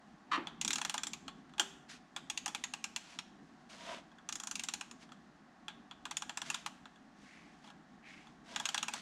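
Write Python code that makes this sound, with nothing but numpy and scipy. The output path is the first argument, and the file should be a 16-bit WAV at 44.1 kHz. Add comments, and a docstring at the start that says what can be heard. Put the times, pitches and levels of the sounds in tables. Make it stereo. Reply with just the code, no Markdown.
"""A low, unevenly swelling drone and soft air in a garage, then a gloved hand skids with a squawk and a thud.
Under a car a ratchet works a filter housing: runs of pawl clicks, socket knocks, light finger ticks.
Blows are noise cracks, steel modes and underbody scatter; the glove is shaped noise, its skid a slowing
train of slips. Two close microphone ports hear it all, with a soft garage tail behind the near sounds."""
import sys
import numpy as np
from scipy import signal
from scipy.fft import rfft, irfft
from scipy.io import wavfile
from scipy.ndimage import uniform_filter1d

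SR = 44100
rng = np.random.default_rng(int(sys.argv[2]) if len(sys.argv) > 2 else 0)


def output_pcm(signal):
    """Save a mono or channel-first signal as 16-bit PCM at the path in sys.argv[1].

    Samples are clipped to [-1, 1] before scaling.
    """
    pcm = np.clip(np.atleast_2d(signal).T, -1, 1) * 32767
    wavfile.write(sys.argv[1], SR, np.round(pcm).astype(np.int16))


N = 397341  # length in samples, about 9 s

# colour of sound scattered by the underbody: hz, level_db (per Hz)
SCATTER_COLOUR = [(1200, 8.5), (3000, -2.5), (7000, -4.5)]
# colour of a soft, low thud: hz, level_db (per Hz)
THUD_COLOUR = [(60, -29), (220, -7.5), (325, 5), (470, -14.5), (950, -3.5), (1500, -19), (2700, -16),
               (7000, -55)]
SOCKET_HZ = 3260  # strongest resonance of the socket


def amp(db):
    """Decibels to gain."""
    return 10 ** (np.asarray(db) / 20)


def evened(x):
    """Scales to rms 1."""
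    return x / np.sqrt(np.mean(x ** 2) + 1e-20)


def read(points, hz):
    """Reads a table on a log-frequency axis."""
    f, value = np.transpose(points)
    return np.interp(np.log(hz + 1), np.log(f + 1), value)


def add(mix, s, sound):
    """Mixes a stereo sound in at time s."""
    part = mix[:, max(round(s * SR), 0):][:, :sound.shape[1]]
    part += sound[:, :part.shape[1]]


def noise(size, colour=None):
    """Stereo noise as two close microphone ports hear a diffuse field, flat or coloured, rms 1."""
    # left-right likeness of scattered sound: hz, correlation
    likeness = [(150, 0.9), (550, 0.35), (1100, 0.059), (2200, 0.43), (4000, 0.57), (10000, 0.057)]
    hz = np.fft.rfftfreq(size, 1 / SR)
    mid, side = rfft(rng.standard_normal((2, size)))
    same = np.clip(read(likeness, hz), -1, 1)
    mid, side = mid * np.sqrt(1 + same), side * np.sqrt(1 - same)
    gain = 1 if colour is None else amp(read(colour, hz))
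    return evened(irfft(np.array([mid + side, mid - side]) * gain, size))


def causal(db):
    """Minimum-phase response for a gain curve, so that attacks stay sharp."""
    log_gain = np.log(amp(np.r_[db, db[-2:0:-1]]))
    return np.exp(np.conj(signal.hilbert(log_gain)))[:len(db)]


def grain(depth_db, size=90):
    """An uneven gain of rms 1 that changes over about `size` samples."""
    return evened(amp(depth_db * evened(uniform_filter1d(rng.standard_normal(N), size))))


def resonate(x, peaks):
    """Sums a sound's passage through resonances given as hz, width_hz, level_db."""
    out = 0
    for hz, width, db in peaks:
        out = out + amp(db) * signal.lfilter(*signal.iirpeak(hz, hz / width, SR), x)
    return out


def background():
    """A low drone of noise that swells unevenly, under soft air noise with two faint, wavering tones."""
    # colours of drone and air: hz, level_db (per Hz)
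    drone_colour = [(20, -26), (65, -14), (110, -23.5), (150, -6), (233, 0), (312, -6.5), (500, -21),
                    (900, -71)]
    air_colour = [(350, -29), (560, -10), (770, -0.5), (920, -7.5), (1800, -8.5), (2300, -19),
                  (6800, -27.5), (10000, -40), (16000, -63)]
    # narrow resonances heard as tones in the air: hz, width_hz, level_db
    tones = [(731, 24, -9.5), (1104, 18, 6.5)]
    # brief swells of the drone: centre_s, half_length_s, rise_db
    swells = [(0.65, 0.3, 9), (1.282, 0.38, 6)]
    drone_db, air_db = -60.5, -63
    t = np.arange(N) / SR
    unevenness = grain(depth_db=1.8, size=3000)
    rise_db = sum(db * np.maximum(1 - abs(t - s) / half, 0) for s, half, db in swells)
    drone = noise(N, drone_colour) * unevenness * amp(drone_db + rise_db)
    air = noise(N, air_colour)
    return drone + amp(air_db) * evened(air + resonate(air, tones))


def stroke(s, rise, fall):
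    """Speed of a hand that starts at time s, speeds up and slows to rest, as a gain from 0 to 1."""
    return np.interp(np.arange(N) / SR, [s, s + rise, s + rise + fall], [0, 1, 0])


def glove():
    """Friction noise: rubs follow the hand's speed, firm ones chafe coarsely, and a rustle runs throughout."""
    # the glove rubs on the tool: start_s, rise_s, fall_s, hiss_db, low_chafe_db
    rub_strokes = [(1.882, 0.019, 0.093, -49.5, -84), (2.95, 0.18, 0.08, -56.5, -66),
                   (3.689, 0.014, 0.21, -55, -62), (3.78, 0.14, 0.1, -50.5, -46),
                   (4.99, 0.037, 0.036, -58.5, -65), (6.433, 0.038, 0.18, -50, -62),
                   (7.15, 0.1, 0.46, -67, -81), (7.619, 0.057, 0.045, -63.5, -61.5),
                   (8.04, 0.059, 0.28, -64.5, -73), (8.44, 0.079, 0.39, -55, -56),
                   (8.9, 0.075, 0.044, -46.5, -55)]
    # the housing turns in the gloved hand with a soft swish: start_s, rise_s, fall_s, level_db
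    swish_strokes = [(7.2, 0.13, 0.26, -60.5), (8.02, 0.055, 0.23, -54)]
    # colours of hiss and chafe: hz, level_db (per Hz)
    hiss_colour = [(400, -30), (1400, 6), (6500, -0.5), (10000, -12.5), (15500, -44)]
    chafe_colour = [(200, -15), (480, -5.5), (780, -9.5), (3500, -3), (8000, -75)]
    # resonances of the housing under a firm rub, and of the swish: hz, width_hz, level_db
    chafed_housing = [(668, 52, 21), (960, 58, 21)]
    swish_peak = [(2120, 1100, 0)]
    hiss = noise(N, hiss_colour) * grain(depth_db=1.5)
    catches = grain(depth_db=3, size=220)
    chafe = noise(N, chafe_colour) * catches
    chafe = evened(chafe + resonate(chafe.mean(0), chafed_housing))
    # two passes steepen the swish's resonance
    swish = evened(resonate(resonate(noise(N) * catches, swish_peak), swish_peak))
    out = np.zeros((2, N))
    for s, rise, fall, hiss_db, chafe_db in rub_strokes:
        out += stroke(s, rise, fall) * (amp(hiss_db) * hiss + amp(chafe_db) * chafe)
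    for s, rise, fall, db in swish_strokes:
        out += stroke(s, rise, fall) * amp(db) * swish
    rustle = hiss * grain(depth_db=2, size=9000)
    return out + amp(-77.5) * rustle


def squawk(echoes):
    """The glove sticks and slips on a panel, ever slower and duller, and ends in a thud."""
    # resonances of the rubbed panel: hz, width_hz, level_db
    panel = [(1200, 130, 6), (2760, 90, 0), (3800, 79, 3), (4270, 99, 3)]
    # colour of the scuffing: hz, level_db (per Hz)
    scuff_colour = [(200, -42), (730, -20), (1150, -0.5), (1900, -10), (4500, -15.5), (5100, -22.5),
                    (8500, -33), (14000, -69)]
    # the glove bites, holds and lets go
    skid_s, skid_db, bite_s, hold_s, fade_db_per_s = 0.311, -33.5, 0.0076, 0.045, 480
    slip_start_hz, slip_end_hz, slowing_s = 2100, 169.4, 0.0066
    dulled_s, dull_hz = 0.11, 1700  # fully dulled after this time, by a low-pass at this cutoff
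    scatter_s = 0.0053
    direct = 0.35  # share of the skid that reaches both ports alike
    thud_s, thud_peak_db, thud_rise_db_per_s, thud_fade_db_per_s = 0.385, -39, 252, 263

    t = np.arange(N) / SR
    age = np.maximum(t - skid_s, 0)
    letting_go = amp(skid_db - fade_db_per_s * np.maximum(age - hold_s, 0))
    pressure = np.minimum(age / bite_s, 1) ** 2 * letting_go
    slip_hz = slip_end_hz + (slip_start_hz - slip_end_hz) * np.exp(-age / slowing_s)
    turns = np.cumsum(slip_hz * grain(depth_db=.6, size=60)) / SR
    catches = grain(depth_db=1.7, size=60)
    # one impulse for every whole turn
    slips = np.diff(np.floor(turns), prepend=0) * catches
    # each slip reaches the ports by many short paths
    path = rfft(echoes * np.exp(-t[:echoes.shape[1]] / scatter_s))
    hz = np.fft.rfftfreq(echoes.shape[1], 1 / SR)
    path = irfft(path * causal(read(scuff_colour, hz) - read(SCATTER_COLOUR, hz)))
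    slipping = signal.fftconvolve(slips[None] / np.sqrt(slip_hz), path, axes=1)[:, :N]
    scuff = .9 * evened(slipping) + .35 * noise(N, scuff_colour) * catches
    scuff = evened(direct * scuff.mean(0) + (1 - direct) * scuff)
    slowed = np.clip(age / dulled_s, 0, 1)
    dulled = signal.lfilter(*signal.butter(1, dull_hz, fs=SR), scuff)
    scuff = pressure * ((1 - slowed) * scuff + slowed * dulled)
    # the thud swells up to its peak and dies away after it
    below_peak_db = np.maximum((thud_s - t) * thud_rise_db_per_s, (t - thud_s) * thud_fade_db_per_s)
    thud = noise(N, THUD_COLOUR) * amp(thud_peak_db - below_peak_db)
    return scuff + resonate(scuff, panel) + thud


def strike(levels_db, echoes, ring_hz, favour_db, crack_s=0.0012, ring_db=-23,
           scatter_db=-18, scatter_s=0.014, rise_s=0.0013, direct_s=0.0005, size=8192):
    """Steel hits steel: a short crack, ringing modes, and a dense scatter from the underbody."""
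    # modes of wrench and socket: hz, level_db, t60_s
    steel = [(833, 1.5, 0.056), (1330, 8.5, 0.015), (1621, -10.5, 0.17), (2720, 2.5, 0.018),
             (3397, 5.5, 0.022), (5840, 17, 0.0054), (6584, -2, 0.035), (7280, -8, 0.059), (8830, 1, 0.035)]
    # overall colour of a blow: hz, level_db
    crack_colour = [(200, -37.5), (500, -21.5), (780, -3.5), (1300, -2), (1950, -3.5), (2700, 2.5),
                    (4300, 1.5), (5100, -8.5), (7100, -4), (8100, -9.5), (10500, -19.5), (16000, -37.5)]
    # width of a blow between the ports: hz, side_db
    side_width = [(900, -5.5), (5000, 0)]
    t, hz = np.arange(size) / SR, np.fft.rfftfreq(size, 1 / SR)
    # the first wave reaches both ports alike, then reflections set them apart
    alike = np.exp(-t / direct_s)
    crack = alike * rng.standard_normal(size) + np.sqrt(1 - alike ** 2) * noise(size)
    crack = crack * np.exp(-t / crack_s)
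    ring = np.zeros((2, size))
    for mode_hz, db, t60 in steel:
        # the grip and the angle of the handle change how each mode answers:
        # detuning (share of its pitch), level (dB), phase at each port (radians)
        detune, swing, left, right = rng.standard_normal(4) * [.011, 3.2, .7, .7]
        phase = 2 * np.pi * rng.random() + np.array([[left], [right]])
        tone = np.sin(2 * np.pi * mode_hz * (1 + detune) * t + phase)
        ring += amp(db + swing - 60 * t / t60) * tone
    # some paths stay put, others change as the arm moves
    scatter = evened(echoes + noise(size, SCATTER_COLOUR)) * np.exp(-t / scatter_s)
    blow = crack + amp(ring_db) * ring + amp(scatter_db) * scatter
    blow = blow * (1 - np.exp(-t / rise_s))
    # the steel bounces once, 0.5 to 1.4 ms later at a quarter of the strength, and ripples the colour
    bounce = 1 + .25 * np.exp(-2j * np.pi * hz * rng.uniform(.0005, .0014))
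    # one resonance, 260 Hz wide, takes more of the blow than the others
    favoured = 1 + amp(favour_db) / (1 + 2j * (hz - ring_hz) / 260)
    z = rfft(blow) * bounce * favoured * causal(read(crack_colour, hz))
    # each blow shares its energy in its own way between body, middle and treble (Hz)
    bands = [(600, 1800), (2000, 4500), (5000, 12000)]
    mid = z.mean(0)
    power = abs(mid) ** 2 / size
    share = []
    for (lo, hi), wanted_db in zip(bands, levels_db):
        held_db = 10 * np.log10(power[(hz > lo) & (hz < hi)].sum())
        share += [(lo, wanted_db - held_db), (hi, wanted_db - held_db)]
    z = mid + (z - mid) * amp(read(side_width, hz))
    return irfft(z * causal(read(share, hz)))


def socket(echoes):
    """Knocks with a low thud: light ones leave the socket pinging, a hard one rings the whole housing."""
    # the socket shifts in its play and knocks on the housing, mostly as the swing turns round:
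    # start_s, body_db, middle_db, treble_db
    knocks = [(0.4706, -25.5, -18.5, -31.5), (1.28, -23, -22, -30.5), (1.581, -24.5, -23, -31),
              (1.5965, -9.5, -7, -7.5), (2.1629, -20.5, -17.5, -23.5), (2.4794, -21, -21, -19.5),
              (5.1192, -29.5, -33.5, -40.5), (5.682, -22.5, -18.5, -31), (5.9108, -29.5, -26, -40.5)]
    # the socket pings on after a knock: hz, level_db (over the knock's middle), t60_s
    ping = (3430, -40, 0.35)
    # modes of the housing under a hard blow: hz, level_db (over the knock's middle), t60_s
    housing = [(390, -46, 0.71), (2920, -25, 0.057), (3200, -18, 0.054), (3192, -52.5, 0.44)]
    seated_db = -10  # a blow with a stronger middle seats the socket and rings the housing
    out, t = np.zeros((2, N)), np.arange(SR // 2) / SR
    for s, body_db, middle_db, treble_db in knocks:
        add(out, s, strike([body_db, middle_db, treble_db], echoes, SOCKET_HZ, favour_db=3))
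        modes = housing if middle_db > seated_db else [ping]
        ring = sum(amp(db - 60 * t / t60) * np.sin(2 * np.pi * hz * t) for hz, db, t60 in modes)
        thud = noise(len(t), THUD_COLOUR) * amp(-31.0 - 60 * t / 0.12)  # t60 0.12 s
        add(out, s, amp(middle_db) * ring + amp(body_db) * thud)
    return out


def pawl(echoes):
    """One click for every tooth of the back swing; the grip decides which wrench resonance answers most."""
    # the pawl drops over one tooth: start_s, body_db, middle_db, treble_db, strongest_resonance_hz
    clicks = [(0.6129, -27.5, -14.5, -13, 6340), (0.6478, -22.5, -16, -12, 7520),
              (0.678, -23.5, -14, -11, 3830), (0.7053, -19.5, -11, -15, 3680),
              (0.7312, -23, -15.5, -10, 7100), (0.757, -22.5, -15, -14, 3130), (0.783, -20, -20, -20, 7060),
              (0.815, -16.5, -15, -18, 2700), (0.849, -17, -15, -15.5, 2690),
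              (0.8958, -21, -14.5, -16.5, 8860), (0.9414, -14, -18, -17.5, 840),
              (0.9787, -21, -16, -17, 7200), (1.034, -23, -16.5, -15.5, 7800),
              (1.069, -27.5, -21, -17, 7460), (1.1332, -30.5, -19.5, -20, 6650),
              (2.2992, -24, -14.5, -16, 2600), (2.375, -29, -14, -15.5, 6800),
              (2.4598, -17, -18.5, -14.5, 6500), (2.5479, -19.5, -15, -20, 2640),
              (2.6383, -23.5, -15.5, -15.5, 6520), (2.7364, -22, -16.5, -20.5, 2720),
              (2.8413, -24, -15.5, -16, 2580), (2.9614, -24, -14.5, -16, 2750),
              (3.1882, -24.5, -17, -21, 5500), (4.289, -22.5, -21, -17.5, 6360),
              (4.3247, -28.5, -21, -17, 6760), (4.3546, -28.5, -25, -18, 6490),
              (4.3996, -28, -24.5, -22, 7460), (4.4351, -26.5, -29, -21.5, 7050),
              (4.4715, -25.5, -24, -17.5, 6540), (4.5117, -24, -22.5, -16.5, 7000),
              (4.555, -29.5, -18, -17, 6560), (4.595, -30.5, -17.5, -19, 2350),
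              (4.636, -28.5, -21, -17, 7600), (4.686, -21.5, -16, -15.5, 3600),
              (4.7372, -23.5, -17.5, -15, 6800), (4.8104, -23, -19.5, -22.5, 2570),
              (4.9116, -32.5, -31, -29, 6850), (6.0539, -20.5, -21, -27, 3160),
              (6.1107, -21, -21, -21.5, 1210), (6.1688, -26.5, -15, -12.5, 7050),
              (6.2213, -19, -21, -21.5, 3300), (6.2941, -21, -20, -24.5, 3220),
              (6.3729, -19.5, -19.5, -16.5, 7440), (6.4171, -21, -18, -21.5, 3380),
              (6.5008, -18, -12.5, -15.5, 2660), (6.544, -18.5, -15, -18.5, 3360),
              (6.6617, -16.5, -18, -21.5, 1130), (8.5607, -16.5, -13.5, -17, 6640),
              (8.5991, -17.5, -17.5, -21, 3380), (8.6546, -18.5, -11.5, -12.5, 6740),
              (8.6887, -20.5, -14, -17.5, 3180), (8.7446, -13.5, -13.5, -14.5, 5630),
              (8.7777, -20, -11.5, -17.5, 3300), (8.8279, -17, -14, -15, 3280),
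              (8.8821, -17.5, -15.5, -19.5, 2600), (8.9364, -19.5, -18, -18, 850)]
    out = np.zeros((2, N))
    for s, *levels_db, ring_hz in clicks:
        click = strike(levels_db, echoes, ring_hz, favour_db=4, crack_s=0.0014,
                       ring_db=-23.5, scatter_db=-14.5, scatter_s=0.0095)
        add(out, s, click)
    return out


def finger_ticks(echoes):
    """Light ticks as the fingers shift on the tool: faint blows of steel, weak in the treble."""
    # start_s, level_db
    ticks = [(1.494, -44.5), (1.5364, -36), (4.116, -42), (4.184, -37.5), (5.0905, -41), (6.8553, -30.5),
             (6.9586, -40.5), (7.642, -38.5), (7.675, -37), (7.7018, -34), (8.27, -36)]
    # added to each tick's level: body_db, middle_db, treble_db
    tick_colour_db = (1.5, -2, -12)
    out = np.zeros((2, N))
    for s, db in ticks:
        add(out, s, strike(db + np.array(tick_colour_db), echoes, SOCKET_HZ, favour_db=3))
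    return out


def garage(x, build_s=0.0011, count=4):
    """A diffuse noise tail, longest in the middle; each wall receives a blow in a slightly different colour."""
    # reverberation time: hz, t60_s
    decay = [(250, 0.075), (1000, 0.71), (3300, 0.49)]
    out = np.zeros((2, N))
    # a cosine shifts each wall's share up and down in frequency by this much
    for blur_hz in np.linspace(0, 330, count):
        hz, t, z = signal.stft(noise(SR), SR, nperseg=256)
        z = z * amp(-60 * t / read(decay, hz)[:, None]) * (1 - np.exp(-t / build_s))
        tail = signal.istft(z, SR, nperseg=256)[1]
        sent = x.mean(0) * evened(np.cos(2 * np.pi * blur_hz * np.arange(N) / SR))
        out += signal.fftconvolve(sent[None], tail / np.linalg.norm(tail[0]), axes=1)[:, :N]
    return out / np.sqrt(count)


def scene():
    """Tool and hand under the car, a little louder on the right, in the garage."""
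    echoes = noise(8192, SCATTER_COLOUR)  # fixed paths under the car, shared by blows and skid
    near = glove() + squawk(echoes) + socket(echoes) + pawl(echoes) + finger_ticks(echoes)
    near = near * amp([[-.7], [.7]])  # left, right (dB)
    return near + amp(-12.0) * garage(near) + background()


def record(dry):
    """The recorder's band limit: a steep low-pass at 16.3 kHz."""
    low_pass = signal.firwin(511, 16300, window=("kaiser", 9), fs=SR)
    return signal.oaconvolve(dry, low_pass[None], "same")


dry = scene()
out = record(dry)
output_pcm(out)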